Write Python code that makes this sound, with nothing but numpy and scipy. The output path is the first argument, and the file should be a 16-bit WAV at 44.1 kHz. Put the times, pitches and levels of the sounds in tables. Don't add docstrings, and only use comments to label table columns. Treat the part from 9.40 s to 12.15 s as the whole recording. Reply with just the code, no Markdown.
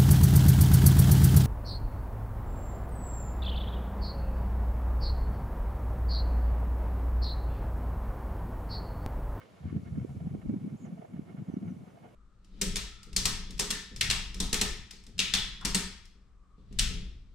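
import sys
import numpy as np
from scipy import signal
from scipy.fft import rfft, irfft, next_fast_len
from scipy.io import wavfile
from scipy.ndimage import map_coordinates

SR = 44100
rng = np.random.default_rng(int(sys.argv[2]) if len(sys.argv) > 2 else 0)


def unload_wav(signal):
    wavfile.write(
        sys.argv[1],
        SR,
        np.round(np.clip(np.atleast_2d(signal).T, -1, 1) * 32767).astype(np.int16),
    )


N = 121275

# (frequency [Hz], relative density [dB])
AIR_SPECTRUM = [(25, -25.5), (60, 0.5), (120, -5), (300, -4), (500, -1.5), (700, -4), (950, -10.5),
                (1300, -14.5), (1700, -21.5), (2200, -21.5), (3000, -22), (5000, -34.5), (9000, -42.5)]
WASH_SPECTRUM = [(200, -35), (700, -0.5), (2500, -4), (4500, -8.5), (7000, -21.5), (12000, -38)]
HISS_SPECTRUM = [(1500, -23), (3500, -2.5), (5000, -0.5), (6800, 1.5), (8050, -1.5), (8400, -8),
                 (8750, -1.5), (10200, 0), (11500, -6), (15400, -14)]
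# (time [s], level [dB])
AIR_ENVELOPE = [(0, -59), (.3, -61.5), (1.0, -59.5), (1.7, -61), (2.75, -60)]
WASH_ENVELOPE = [(0, -68.5), (.25, -70.5), (.6, -76.5), (1.0, -83), (2.75, -93)]
HISS_ENVELOPE = [(0, -78.5), (.5, -75), (.63, -74.5), (.72, -72.5), (.82, -76), (1.3, -76), (1.65, -78),
                 (2.2, -77.5), (2.3, -76), (2.42, -77.5), (2.75, -79)]
# (frequency [Hz], coherence [ratio])
AIR_COHERENCE = [(100, 0.41), (500, 0.066), (1000, 0.024), (2500, 0.43), (6000, 0.56), (12000, 0.34)]
SCUFF_COHERENCE = [(700, 0.13), (1500, 0.074), (2200, 0.39)]
RUMBLE_COHERENCE = [(60, 0.89), (150, 0.7), (300, 0.44), (600, 0.2)]

# (time [s], pitch [Hz], level [dB])
CHIRP_CONTOUR = [(1.362, 5500, -95), (1.374, 6840, -76), (1.386, 7400, -78), (1.4, 7050, -75),
                 (1.42, 6830, -71), (1.45, 7000, -71), (1.461, 6220, -71.5), (1.472, 5500, -98)]
# (start [s], length [s], relative level [dB])
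WHISTLE_NOTES = [(2.053, .103, -70), (2.239, 0.083, -68.5), (2.44, 0.078, -76)]

# (peak time [s], fall time [s], relative ring level [dB], relative rasp level [dB])
SCUFF_STROKES = [(0.018, 0.047, -82, -63), (0.176, 0.027, -66, -71.5), (0.235, 0.036, -59, -76),
                 (0.292, 0.11, -82, -66.5), (0.467, 0.041, -62.5, -65.5), (0.564, 0.062, -65.5, -70),
                 (0.618, 0.011, -62, -64.5), (0.692, 0.042, -60, -73), (0.805, 0.016, -53.5, -67),
                 (0.861, 0.035, -61.5, -76), (0.896, 0.02, -74, -68), (0.947, 0.014, -55, -71),
                 (1.018, 0.022, -78, -66), (1.292, 0.017, -65, -66), (1.456, 0.045, -57, -65),
                 (1.516, 0.0088, -58, -72), (1.583, 0.035, -58, -75), (1.621, 0.022, -51, -66),
                 (1.65, 0.015, -51.5, -71), (1.739, 0.014, -59.5, -72), (1.766, 0.04, -63, -70),
                 (1.892, 0.067, -66, -69), (1.98, 0.035, -62, -66), (2.094, 0.12, -64.5, -73),
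                 (2.237, 0.042, -60.5, -71.5), (2.278, 0.044, -64, -66.5), (2.477, 0.043, -65.5, -67.5),
                 (2.566, 0.039, -62.5, -77), (2.644, 0.05, -54.5, -66)]
# (frequency [Hz], bandwidth [Hz], relative level [dB])
HOLLOW_MODES = [(689, 39, 0.5), (802, 52, -13.5), (456, 31, -4)]
RASP_MODES = [(1140, 130, 0), (1390, 220, 2), (1805, 49, 1.5), (2167, 70, 3.5), (2930, 210, -8)]

# (time [s], relative level [dB], width [s])
PUFF_PULSES = [(1.038, -43, 0.0049), (1.073, -29, 0.0052)]
# (time [s], relative level [dB], frequency [Hz], half-width [cycles], left minus right [dB])
EDDIES = [(.246, -33.5, 133, 0.72, 0), (0.261, -24, 131, 0.6, 2), (0.281, -36.5, 166, 0.94, 14.5),
          (0.308, -35, 160, .5, -1), (.329, -20, 204, 0.23, 6), (.346, -31, 194, 0.81, 2.5),
          (0.367, -17, 187, 0.46, 1), (.397, -32.5, 180, 0.4, -0.5), (0.434, -30, 187, 0.42, 5.5),
          (0.465, -27.5, 164, 0.23, -2), (0.528, -25.5, 137, 0.77, -1), (.546, -32, 150, 0.44, -4),
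          (0.559, -33, 183, 0.53, -5.5), (.581, -24.5, 193, 1.3, -1.5), (.596, -31, 158, .3, 5),
          (0.617, -28, 124, 1.43, 4), (0.649, -25.5, 302, 0.3, -13), (0.71, -31, 139.5, 2.1, 0.5),
          (0.77, -23.5, 152, 0.44, 1), (0.828, -33.5, 129, .5, 3), (0.872, -21.5, 163, 0.72, 0),
          (0.913, -26.5, 140, 0.24, 5), (0.942, -23, 169, 0.48, -3), (0.951, -25, 236, 0.23, -13),
          (1.06, -33, 233, 0.96, -9), (1.089, -28, 173, 0.46, 5), (1.097, -18, 218, 0.69, -4),
          (1.109, -27.5, 210, 0.33, -13), (1.141, -22.5, 268, 0.68, -5.5), (1.149, -29, 159, 0.48, 0),
          (1.166, -24.5, 191, 1.14, -0.5), (1.216, -29.5, 211, 0.45, -2), (1.251, -30, 199, 0.38, 10),
          (1.265, -29, 201, 0.72, 0), (1.276, -28, 227, 0.79, -1), (1.342, -30.5, 210, 1.3, -2.5),
          (1.448, -32, 206, 0.75, 0), (1.501, -36, 179, 0.79, -3), (1.53, -28.5, 183, 1.13, 0),
          (1.596, -32, 184, 0.57, -2), (1.743, -29, 178, 0.52, -1), (1.766, -31.5, 164, 0.72, -1),
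          (1.795, -22.5, 207, 0.29, -5), (1.948, -28.5, 200, 0.47, 0), (1.99, -30, 139, 1.1, 0),
          (2.024, -28.5, 149, 0.6, 0.5), (2.087, -26, 197, 0.48, -2), (2.1, -25, 220, 0.28, -7.5),
          (2.141, -24.5, 237, 0.34, -7), (2.171, -21, 191, 0.4, 0), (2.233, -28.5, 192, 1.16, 1.5),
          (2.285, -29.5, 171, 0.97, 2), (2.307, -32, 175, 0.54, 2), (2.321, -29.5, 204, 0.44, -0.5),
          (2.369, -36.5, 182, 0.48, -3.5), (2.433, -40.5, 169, .6, 6), (2.477, -38, 172, 0.42, 2)]
# (frequency [Hz], gain [dB])
FULL_RESPONSE = [(20, -40), (50, -22.5), (85, 4), (130, -4), (550, -2), (1000, -10)]
THIN_RESPONSE = [(20, -47), (55, -29), (85, -7.5), (130, -2.5), (550, -1.5), (1000, -17)]
# (frequency [Hz], relative density [dB])
SWISH_SPECTRUM = [(250, -13), (500, 5), (750, -5), (950, -13), (2200, -20), (6000, -47)]
RUMBLE_SPECTRUM = [(25, -51), (48, -41), (70, -22.5), (105, -1.5), (185, -0.5), (260, -5.5), (370, -14),
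                   (500, -26.5), (700, -48), (1200, -77), (3000, -120)]
BASS_SPECTRUM = [(15, -23), (35, -19), (55, -1), (75, 5.5), (110, -5), (160, 9), (300, -41), (1500, -120)]
# (time [s], level [dB])
GUST_ENVELOPE = [(0, -72), (.17, -62), (.28, -43.5), (.35, -31.5), (.43, -51.5), (.59, -33), (.69, -53),
                 (.76, -45), (.81, -49), (.88, -48.5), (1.0, -45.5), (1.12, -37), (1.2, -38.5), (1.28, -43),
                 (1.4, -49.5), (1.51, -44.5), (1.57, -54.5), (1.7, -49.5), (1.77, -50), (1.86, -47),
                 (1.99, -42), (2.06, -49), (2.19, -40.5), (2.26, -40.5), (2.36, -50.5), (2.49, -50),
                 (2.53, -51), (2.65, -54), (2.72, -66)]
BASS_ENVELOPE = [(0, -48.5), (.08, -82), (.17, -58), (.27, -43), (.37, -58), (.44, -62), (.55, -31.5),
                 (.62, -60), (.72, -49.5), (.86, -41.5), (1.0, -52), (1.1, -59), (1.22, -84), (2.75, -78)]
# (frequency [Hz], bandwidth per pass [Hz], relative level [dB])
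PORT_MODES = [(2250, 135, 0)]

def amp(db):
    return 10 ** (np.asarray(db) / 20)

def along(points, hz):
    f, values = np.transpose(points)
    return np.interp(np.log(hz + 1), np.log(f + 1), values)

def clock():
    return np.arange(N) / SR

def curves(rows):
    times, *columns = np.transpose(rows)
    return [np.interp(clock(), times, column) for column in columns]

def wobble(rate):
    return map_coordinates(rng.standard_normal(1024), [clock() * rate], mode="wrap")

def filtered(x, response):
    size = next_fast_len(N + SR // 2)
    return irfft(rfft(x, size) * response(np.fft.rfftfreq(size, 1 / SR)), size)[..., :N]

def slope(points):
    return lambda hz: amp(along(points, hz))

def resonances(modes, hz):
    return np.sqrt(sum(np.abs(amp(db) * hz * width / (centre ** 2 - hz ** 2 + 1j * hz * width)) ** 2
                       for centre, width, db in modes))

def noise(response, coherence, drive=1):
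    def mid_side(hz):
        angle = np.arccos(np.clip(along(coherence, hz), -1, 1)) / 2
        return response(hz) * [np.cos(angle), np.sin(angle)]
    mid, side = filtered(drive * rng.standard_normal((2, N)), mid_side)
    stereo = np.array([mid + side, mid - side])
    return stereo / np.sqrt(np.mean(stereo ** 2) + 1e-20)

def drifting(x, depth):
    position = np.cumsum(1 + depth * wobble(14))
    return np.array([np.interp(position, np.arange(N), side) for side in x])

def background():
    air = amp(curves(AIR_ENVELOPE)[0]) * noise(slope(AIR_SPECTRUM), AIR_COHERENCE)
    wash = amp(curves(WASH_ENVELOPE)[0]) * noise(slope(WASH_SPECTRUM), AIR_COHERENCE)
    hiss = amp(curves(HISS_ENVELOPE)[0]) * noise(slope(HISS_SPECTRUM), AIR_COHERENCE)
    return air * amp([[-.6], [.6]]) + wash + hiss

def bird(buzz_hz=155, swing_hz=380, swell_db=13.5, echo_t60_s=0.14, echo_db=-6):
    t = clock()
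    tone = lambda hz: np.sqrt(2) * np.sin(2 * np.pi * np.cumsum(hz) / SR)
    pitch, level = curves(CHIRP_CONTOUR)
    trill = swing_hz * np.sin(2 * np.pi * buzz_hz * t + 0.53 * wobble(60))
    song = amp(level) * tone(pitch + trill) * (t > CHIRP_CONTOUR[0][0]) * (t < CHIRP_CONTOUR[-1][0])
    for start, length, db in WHISTLE_NOTES:
        progress = np.clip((t - start) / length, 0, 1)
        gate = np.clip(np.minimum(progress, 1 - progress) * 10, 0, 1)
        glide_hz = np.interp(progress, [0, 1], [6800, 5760]) + 35 * wobble(200)
        song += gate * amp(db - swell_db * (1.5 - progress)) * tone(glide_hz)
    tail = rng.standard_normal((2, SR // 2)) * amp(-60 * t[:SR // 2] / echo_t60_s)
    echo = signal.fftconvolve(song[None], tail / np.linalg.norm(tail[0]), axes=1)[:, :N]
    return song + amp(echo_db) * echo

def scuffs(rise_to_fall=0.47, steady_rub_db=-76):
    t = clock()
    ring_gain, rasp_gain = 0, amp(steady_rub_db)
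    for peak, fall, ring_db, rasp_db in SCUFF_STROKES:
        width = fall * np.where(t < peak, rise_to_fall, 1)
        swell = np.exp(-2 * ((t - peak) / width) ** 2)
        ring_gain += swell * amp(ring_db)
        rasp_gain += swell * amp(rasp_db)
    grain = amp(2.4 * wobble(240))
    def rubbed(modes, cutoff_hz):
        response = lambda hz: resonances(modes, hz) / np.sqrt(1 + (hz / cutoff_hz) ** 6)
        return noise(response, SCUFF_COHERENCE, grain)
    ring = ring_gain * drifting(rubbed(HOLLOW_MODES, cutoff_hz=1060), depth=0.0248)
    rasp = rasp_gain * rubbed(RASP_MODES, cutoff_hz=4500)
    return ring * amp([[2.5], [3]]) + rasp * amp([[-1.5], [2.5]])

def puffs():
    pressure = np.zeros(N)
    for peak, db, width in PUFF_PULSES:
        offset = (clock() - peak) / width
        pressure += amp(db) * (1 - offset ** 2) * np.exp(-offset ** 2 / 2)
    return pressure * amp([[-2], [-22]])

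def thumps(rise_to_fall=0.69, half_delay_s=0.00036, swish_db=-33.5, bass_thins_s=1.1):
    t, sides = clock(), np.array([[1], [-1]])
    pressure, strength = np.zeros((2, 2, N))
    wander_cycles = 0.11 * wobble(170)
    for (peak, db, hz, width, pan), (phase, lead) in zip(EDDIES, rng.random((len(EDDIES), 2))):
        near = np.abs(t - peak) * hz < 10 * width
        cycles = (t[near] - peak + sides * half_delay_s * np.sign(lead - .5)) * hz
        steepness = np.where(cycles < 0, rise_to_fall ** -.5, rise_to_fall ** .5)
        envelope = amp(db + sides * pan / 2) / np.cosh(cycles / width * steepness)
        pressure[:, near] += envelope * np.cos(2 * np.pi * (cycles + phase + wander_cycles[near]))
        strength[:, near] += envelope
    swish = amp(swish_db) * strength * noise(slope(SWISH_SPECTRUM), SCUFF_COHERENCE)
    crossfade = np.clip((t - bass_thins_s) * 20, 0, 1)
    full = filtered(pressure * (1 - crossfade), slope(FULL_RESPONSE))
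    thin = filtered(pressure * crossfade, slope(THIN_RESPONSE))
    return full + thin + swish

def rumble(flutter_db=8.5, eddies_per_s=50, ring_peak_db=-74.5):
    gust_db, = curves(GUST_ENVELOPE)
    bass_db, = curves(BASS_ENVELOPE)
    flutter = amp(flutter_db * np.tanh(wobble(eddies_per_s)))
    body = amp(gust_db) * noise(slope(RUMBLE_SPECTRUM), RUMBLE_COHERENCE, flutter)
    bass = amp(bass_db) * noise(slope(BASS_SPECTRUM), coherence=[(50, 0.54)], drive=flutter)
    ring = noise(lambda hz: resonances(PORT_MODES, hz) ** 2, coherence=[(2000, .6)], drive=flutter)
    ring_db = ring_peak_db + 0.46 * (gust_db - gust_db.max())
    return body + bass + amp(ring_db) * ring

def scene():
    return rumble() + thumps() + puffs() + scuffs() + background() + bird()

def record(dry):
    return filtered(dry, lambda hz: hz < 15600)

dry = scene()
out = record(dry)
unload_wav(out)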